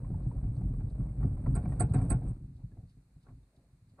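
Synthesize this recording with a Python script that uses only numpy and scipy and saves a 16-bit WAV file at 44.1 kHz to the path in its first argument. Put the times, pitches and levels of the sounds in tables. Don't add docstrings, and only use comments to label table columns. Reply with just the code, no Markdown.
import sys
import numpy as np
from scipy import signal
from scipy.fft import rfft, irfft
from scipy.io import wavfile
from scipy.ndimage import uniform_filter1d

SR = 44100
rng = np.random.default_rng(int(sys.argv[2]) if len(sys.argv) > 2 else 0)


def master(y):
    cut = np.clip(np.atleast_2d(y).T, -1, 1)
    pcm = np.round(cut * 32767)
    wavfile.write(sys.argv[1], SR, pcm.astype(np.int16))


N = 176400

# t/s, boom/dB, rattle/dB
SHAKE_LEVELS = [(0, -37, -61), (0.601, -33.5, -62), (1.152, -36.5, -61), (1.269, -28.5, -57),
                (1.37, -35, -61), (1.498, -27.5, -56), (1.741, -32.5, -53.5), (1.88, -34.5, -57.5),
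                (2.0, -31, -50.5), (2.078, -31, -52.5), (2.2, -38.5, -58), (2.281, -31.5, -56.5),
                (2.37, -41, -66.5), (2.53, -48, -85), (2.699, -57.5, -82), (2.931, -61, -90),
                (3.12, -68, -85), (3.38, -54, -86.5), (3.53, -72.5, -81.5), (3.7, -68.5, -84),
                (3.87, -64.5, -92.5), (4, -63, -75)]
# f/Hz, level/dB
RATTLE_SPECTRUM = [(200, 3), (400, 4), (600, 4), (800, -5.5), (1100, -9.5), (1500, -14.5), (1800, -23.5),
                   (2600, -26.5), (3150, -39.5), (3700, -34), (4500, -35.5), (6000, -50), (9000, -41.5),
                   (13000, -63.5)]
# f/Hz, level/dB, t60/s (capped in ring)
DRUM_MODES = [(219, -4.5, .2), (264, 6, 0.16), (320.5, -7, 0.24), (374.7, 0.5, 0.081), (449, -10.5, 0.2),
              (526, -8, 0.062), (714, -2.5, 0.11), (744, -4.5, 0.079), (854, -14, 0.16), (1103, -10, 0.08),
              (1403, -12.5, 0.11), (1482, -14.5, 0.14), (1805, -22, .1), (2180, -22, 0.094)]

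CHATTER_PER_S, CHATTER_SCATTER_DB = 2500, 3
SHELL_RISE_S, TAP_RISE_S, LONGEST_RING_S = 0.0094, 0.0043, 0.2
MONO_BELOW_HZ = 965


def rumble(t):
    # f/Hz, level/dB
    boom_spectrum = [(20, -33), (32, -3.5), (42, 5), (56, 5), (74, -6.5), (100, 1.5), (135, 0.5), (170, -9),
                     (225, -14.5), (265, -13.5), (310, -20.5), (420, -34), (700, -78.5), (2500, -100)]
    times, boom_db, rattle_db = np.array(SHAKE_LEVELS).T
    boom = unit(colour(clicks(N, per_s=260, scatter_db=2.5), boom_spectrum))
    contacts = clicks(N, per_s=700, scatter_db=1.5)
    steel = unit(convolve(contacts, ring(DRUM_MODES)))
    rattle = unit(colour(contacts, RATTLE_SPECTRUM)) + undb(-10) * steel
    return boom * undb(np.interp(t, times, boom_db)) + rattle * undb(np.interp(t, times, rattle_db))


def thud(steel_db, t60):
    # f/Hz, level/dB
    thud_spectrum = [(25, -25.5), (50, -8), (85, 0), (120, 4), (160, -5.5), (220, -17.5), (400, -38),
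                     (900, -59.5), (3000, -100)]
    # f/Hz, level/dB, t60/s (capped in ring)
    tub_modes = [(49.6, -4, 0.16), (107.8, -3, .13), (142, -4.5, 0.092), (173.4, -10, 0.4)]
    impact = blow(colour(chatter(t60), thud_spectrum))
    tub = blow(ring(tub_modes) * swell(SHELL_RISE_S) ** 2)
    steel = blow(cut(ring(DRUM_MODES), 333, "low"))
    return blow(impact + undb(-6) * tub) + undb(steel_db) * steel


def drops():
    # t/s, level/dB, steel ring relative to the boom/dB
    landings = [(0.104, -32, -13), (0.156, -30.5, -27), (0.263, -30, -16), (.432, -40, -9.5),
                (0.461, -31, -17), (.611, -33.5, -9.5), (0.644, -29.5, -27), (0.997, -33.5, -9),
                (1.247, -22, -13.5), (1.315, -35.5, -15), (1.476, -30.5, -5), (1.55, -32, -22.5),
                (1.664, -28.5, -19.5), (1.838, -28, -25), (1.906, -22, -29), (1.961, -25, -6.5),
                (2.018, -27.5, -8.5), (2.234, -32, -11), (2.44, -47, -18.5), (2.495, -45, -22),
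                (2.633, -38, -30), (2.722, -47.5, -9), (2.771, -44, -12), (2.829, -45, -15),
                (2.97, -54, -10), (3.162, -51.5, -14), (3.289, -53.5, -4.5), (3.324, -50.5, -8.5),
                (3.574, -57, -7.5), (3.727, -56.5, -30.5), (3.812, -57.5, -32), (3.868, -58, -23.5),
                (3.937, -68.5, 3)]
    out = np.zeros(N)
    for start, db, steel_db in landings:
        add(out, start, undb(db) * thud(steel_db, t60=0.081))
    return out


def door_knocks():
    # t/s, bright clatter/dB, clink/dB, shell/dB, steel ring/dB, cabinet/dB, landing lag/s
    strikes = [(1.552, -60.5, -53.5, -44, -42, -34.5, .011), (1.8, -47, -46, -33, -33.5, -27, .005),
               (1.936, -63.5, -60.5, -37, -45, -28.5, .007), (2.102, -49.5, -54, -35, -37.5, -25, .013)]
    # f/Hz, level/dB
    crack_spectrum = [(3200, -4.5), (4800, -2), (5600, -11.5), (7100, 4), (9800, 1), (12300, -15.5),
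                      (13500, -31.5)]
    # f/Hz, level/dB
    bright_spectrum = [(2000, -61), (4500, -10.5), (5700, -33.5), (7000, -21.5), (7850, -20), (8050, 2.5),
                       (8520, 4.5), (8750, -15.5), (9500, -16), (10500, -29), (12300, -62), (14000, -69.5)]
    # f/Hz, level/dB
    shell_spectrum = [(150, 4.5), (370, 11.5), (520, -2), (735, 6.5), (930, -10), (1110, -4.5),
                      (1280, -11.5), (1520, -7.5), (1950, -16), (2600, -15), (2900, -26.5), (3350, -32),
                      (3800, -25.5), (4800, -34), (5600, -44.5), (7000, -32.5), (10000, -58.5),
                      (13000, -58.5)]
    # f/Hz, level/dB, t60/s
    clink_tones = [(1413, 7, 0.12), (4200, -11.5, 0.034), (4780, -5, 0.043), (8230, -5.5, 0.087),
                   (8680, -8.5, .07), (9430, -10.5, .035)]
    out = np.zeros(N)
    for start, bright_db, clink_db, shell_db, steel_db, cabinet_db, lag in strikes:
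        contact = chatter(t60=0.061) * swell(0.0058)
        crack = blow(colour(chatter(t60=0.016), crack_spectrum))
        bright = blow(blow(colour(contact, bright_spectrum)) + undb(-12) * crack)
        shell = blow(colour(chatter(t60=0.11) * swell(SHELL_RISE_S), shell_spectrum))
        clink = blow(ring(clink_tones))
        add(out, start, undb(bright_db) * bright + undb(clink_db) * clink + undb(shell_db) * shell)
        steel = blow(cut(ring(DRUM_MODES), 370, "high") * swell(TAP_RISE_S))
        cabinet = thud(steel_db=-6.5, t60=0.21)
        add(out, start + lag, undb(steel_db) * steel + undb(cabinet_db) * cabinet)
    return out


def taps():
    # t/s, level/dB, note f/Hz, note level/dB
    touches = [(0.044, -61, 1037, -62), (.144, -68, 884, -58), (0.205, -63.5, 1108, -68),
               (.313, -61, 937, -56.5), (.365, -69, 760, -64.5), (.377, -61.5, 1040, -68),
               (.413, -66, 775, -66), (.437, -57.5, 755, -65.5), (.616, -61, 753, -61),
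               (0.74, -62, 1143, -65.5), (0.801, -57.5, 1528, -84), (1.002, -60, 1175, -72.5),
               (1.058, -68, 820, -69.5), (1.088, -72, 2120, -78.5), (1.203, -62.5, 1475, -72.5),
               (1.368, -57, 1022, -69), (1.228, -53.5, 1870, -68.5), (1.462, -47, 1930, -66.5),
               (1.638, -57, 839, -71), (1.654, -47.5, 2280, -66), (1.72, -49, 1910, -68),
               (1.982, -46.5, 4570, -73.5), (2.013, -51.5, 2280, -68.5), (2.218, -61.5, 753, -57.5),
               (2.716, -76, 1684, -79), (2.77, -69, 720, -69), (3.265, -63, 1424, -75),
               (3.285, -61, 1160, -79), (3.43, -80, 3660, -88)]
    # f/Hz, level/dB
    tick_spectrum = [(200, 0.5), (500, -1), (1000, 0), (1500, -7), (2500, -19.5), (3100, -42), (4600, -35),
                     (7000, -47), (13000, -62)]
    out = np.zeros(N)
    for start, db, hz, note_db in touches:
        push = chatter(t60=0.043) * swell(TAP_RISE_S)
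        tick = blow(colour(push, tick_spectrum))
        steel = blow(convolve(push, ring(DRUM_MODES)))
        note = blow(ring([(hz, 0, 0.023)]) * swell(TAP_RISE_S))
        add(out, start, undb(db) * blow(tick + undb(5.5) * steel) + undb(note_db) * note)
    return out


def rubs(t):
    # peak t/s, half-width/s, level/dB, resonance f/Hz
    slides = [(1.236, 0.018, -57.5, 1300), (1.469, 0.0078, -48.5, 1116), (1.994, 0.04, -54.5, 1195),
              (2.603, 0.029, -74, 830), (2.796, 0.061, -73, 690), (3.288, 0.035, -71, 1230),
              (3.6, 0.073, -76, 694), (3.997, 0.011, -53, 1150)]
    out = np.zeros(N)
    for peak, half_width, db, hz in slides:
        grit = unit(colour(clicks(N, CHATTER_PER_S, CHATTER_SCATTER_DB), RATTLE_SPECTRUM))
        rub = unit(resonance(grit, hz, width=0.33) + undb(-7) * grit)
        out += undb(db) * rub * np.exp(-((t - peak) / half_width) ** 2)
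    return out


def seal_swish(t):
    turn_levels = [-82.5, -80, -79.5, -83, -80, -79, -87.5, -81.5, -77, -80, -83, -83]
    turn_s, first_s, catch_s, brush_s = 0.333, 0.236, 0.005, 0.038
    turn, within = np.divmod(t - first_s + turn_s / 2, turn_s)
    db = np.array(turn_levels)[np.clip(turn.astype(int), 0, len(turn_levels) - 1)]
    from_catch = np.abs(within - turn_s / 2)
    envelope = np.exp(-from_catch / catch_s) + undb(-9) * np.exp(-(from_catch / brush_s) ** 2)
    friction = clicks(N, CHATTER_PER_S, CHATTER_SCATTER_DB)
    for _ in range(2):
        friction = resonance(friction, 4100, width=0.5)
    return undb(db) * friction * envelope


def thin_hiss(t):
    # peak t/s, half-width/s, level/dB
    flares = [(1.71, .02, -85), (1.973, .015, -78), (2.02, .012, -77.5), (2.057, .014, -81.5),
              (2.224, .006, -86), (2.293, .016, -79)]
    # f/Hz, level/dB
    hiss_spectrum = [(3000, -7.5), (7800, -22.5), (8050, 9.5), (8500, 8.5), (9300, -8), (10500, -15.5),
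                     (13000, -40)]
    times, _, rattle_db = np.array(SHAKE_LEVELS).T
    rattle_rise_db = np.interp(t, times, rattle_db) - rattle_db[0]
    gain = undb(-92.5 + 0.77 * rattle_rise_db)
    for peak, half_width, db in flares:
        gain += undb(db) * np.exp(-((t - peak) / half_width) ** 2)
    return gain * unit(colour(clicks(N, per_s=680, scatter_db=4.5), hiss_spectrum))


def yard(x):
    echo = rng.standard_normal(SR) * fade(t60=0.087) * swell(0.0063)
    echo = cut(echo / np.sqrt(np.sum(echo ** 2)), MONO_BELOW_HZ, "high")
    return x + undb(-16.5) * convolve(x, echo)


def open_air():
    # f/Hz, level/dB
    air_spectrum = [(30, 5.5), (200, 12.5), (600, -4.5), (1200, -7.5), (2500, -11.5), (3150, -21.5),
                    (4200, -10.5), (5500, -20), (7700, -14.5), (8200, -13), (9800, -13), (11500, -26),
                    (14000, -20.5)]
    return undb(-72.5) * np.array([unit(colour(rng.standard_normal(N), air_spectrum)) for _ in range(2)])


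def stereo_processing(left, right):
    # f/Hz, phase/rad
    right_lag = [(1250, 1.31), (1450, -2.5), (1750, 1.44), (2500, -0.3), (2900, -4.5), (3550, -3),
                 (3800, 1), (4800, 0.57), (5200, 2), (5900, 11.5), (6400, 5), (7100, 7.5), (7600, 21),
                 (8200, 9), (9300, 12.5), (11300, 7.5)]
    f = np.fft.rfftfreq(2 * N, 1 / SR)
    hz, radians = np.array([(MONO_BELOW_HZ, 0)] + list(right_lag)).T
    phase_lag = np.exp(-1j * np.interp(f, np.sort(hz), radians))
    left_lift_db, right_lift_db = 2, 18
    lift_share = np.interp(f, [7700, 8000, 11000, 12500], [0, 1, 1, 0.5])
    left = rfft(left, 2 * N) * undb(left_lift_db * lift_share)
    right = rfft(right, 2 * N) * undb(right_lift_db * lift_share) * phase_lag
    return irfft(np.array([left, right]))[:, :N]


def ring(modes):
    t = np.arange(SR) / SR
    out = np.zeros(SR)
    for hz, db, t60 in modes:
        gain = undb(db + 0.4 * rng.standard_normal())
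        pitch = hz * (1 + 0.008 * rng.standard_normal())
        out += gain * fade(min(t60, LONGEST_RING_S)) * np.sin(2 * np.pi * pitch * t)
    return out


def clicks(length, per_s, scatter_db):
    contacts = (rng.random(length) < per_s / SR) * rng.choice([-1, 1], length)
    return contacts * undb(scatter_db * np.clip(rng.standard_normal(length), -2, 2))


def chatter(t60):
    return clicks(SR, CHATTER_PER_S, CHATTER_SCATTER_DB) * fade(t60)


def fade(t60):
    return np.exp(-np.log(1000) * np.arange(SR) / SR / t60)


def swell(rise_s):
    return 1 - np.exp(-np.arange(SR) / SR / rise_s)


def colour(x, spectrum):
    hz, db = np.array(spectrum, float).T
    size = 8192
    f = np.maximum(np.fft.rfftfreq(size, 1 / SR), 1)
    gain = undb(np.interp(np.log(f), np.log(np.sort(hz)), db))
    cepstrum = irfft(np.log(gain))
    cepstrum[1:size // 2] *= 2
    cepstrum[size // 2 + 1:] = 0
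    return convolve(x, irfft(np.exp(rfft(cepstrum))))


def resonance(x, hz, width):
    return unit(signal.lfilter(*signal.iirpeak(hz, 1 / width, fs=SR), x))


def cut(x, hz, kind):
    return signal.sosfilt(signal.butter(2, hz, kind, fs=SR, output="sos"), x)


def convolve(x, response):
    return signal.fftconvolve(x, response)[:len(x)]


def undb(db):
    return 10 ** (np.asarray(db) / 20)


def unit(x):
    return x / np.sqrt(np.mean(x ** 2) + 1e-30)


def blow(x):
    return x / np.sqrt(uniform_filter1d(x ** 2, size=1100).max() + 1e-30)


def add(out, start_s, sound):
    i = int(np.clip(start_s * SR, 0, N - 1))
    out[i:i + len(sound)] += sound[:N - i]


def scene():
    t = np.arange(N) / SR
    machine = rumble(t) + drops() + taps() + door_knocks() + rubs(t) + thin_hiss(t) + seal_swish(t)
    return stereo_processing(yard(machine), yard(machine)) + open_air()


def record(dry):
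    mid, side = (dry[0] + dry[1]) / 2, (dry[0] - dry[1]) / 2
    side = signal.sosfiltfilt(signal.butter(4, MONO_BELOW_HZ, "high", fs=SR, output="sos"), side)
    top_cut = signal.ellip(8, 0.2, 70, 14000, fs=SR, output="sos")
    return signal.sosfilt(top_cut, np.array([mid + side, mid - side]))


dry = scene()
out = record(dry)
master(out)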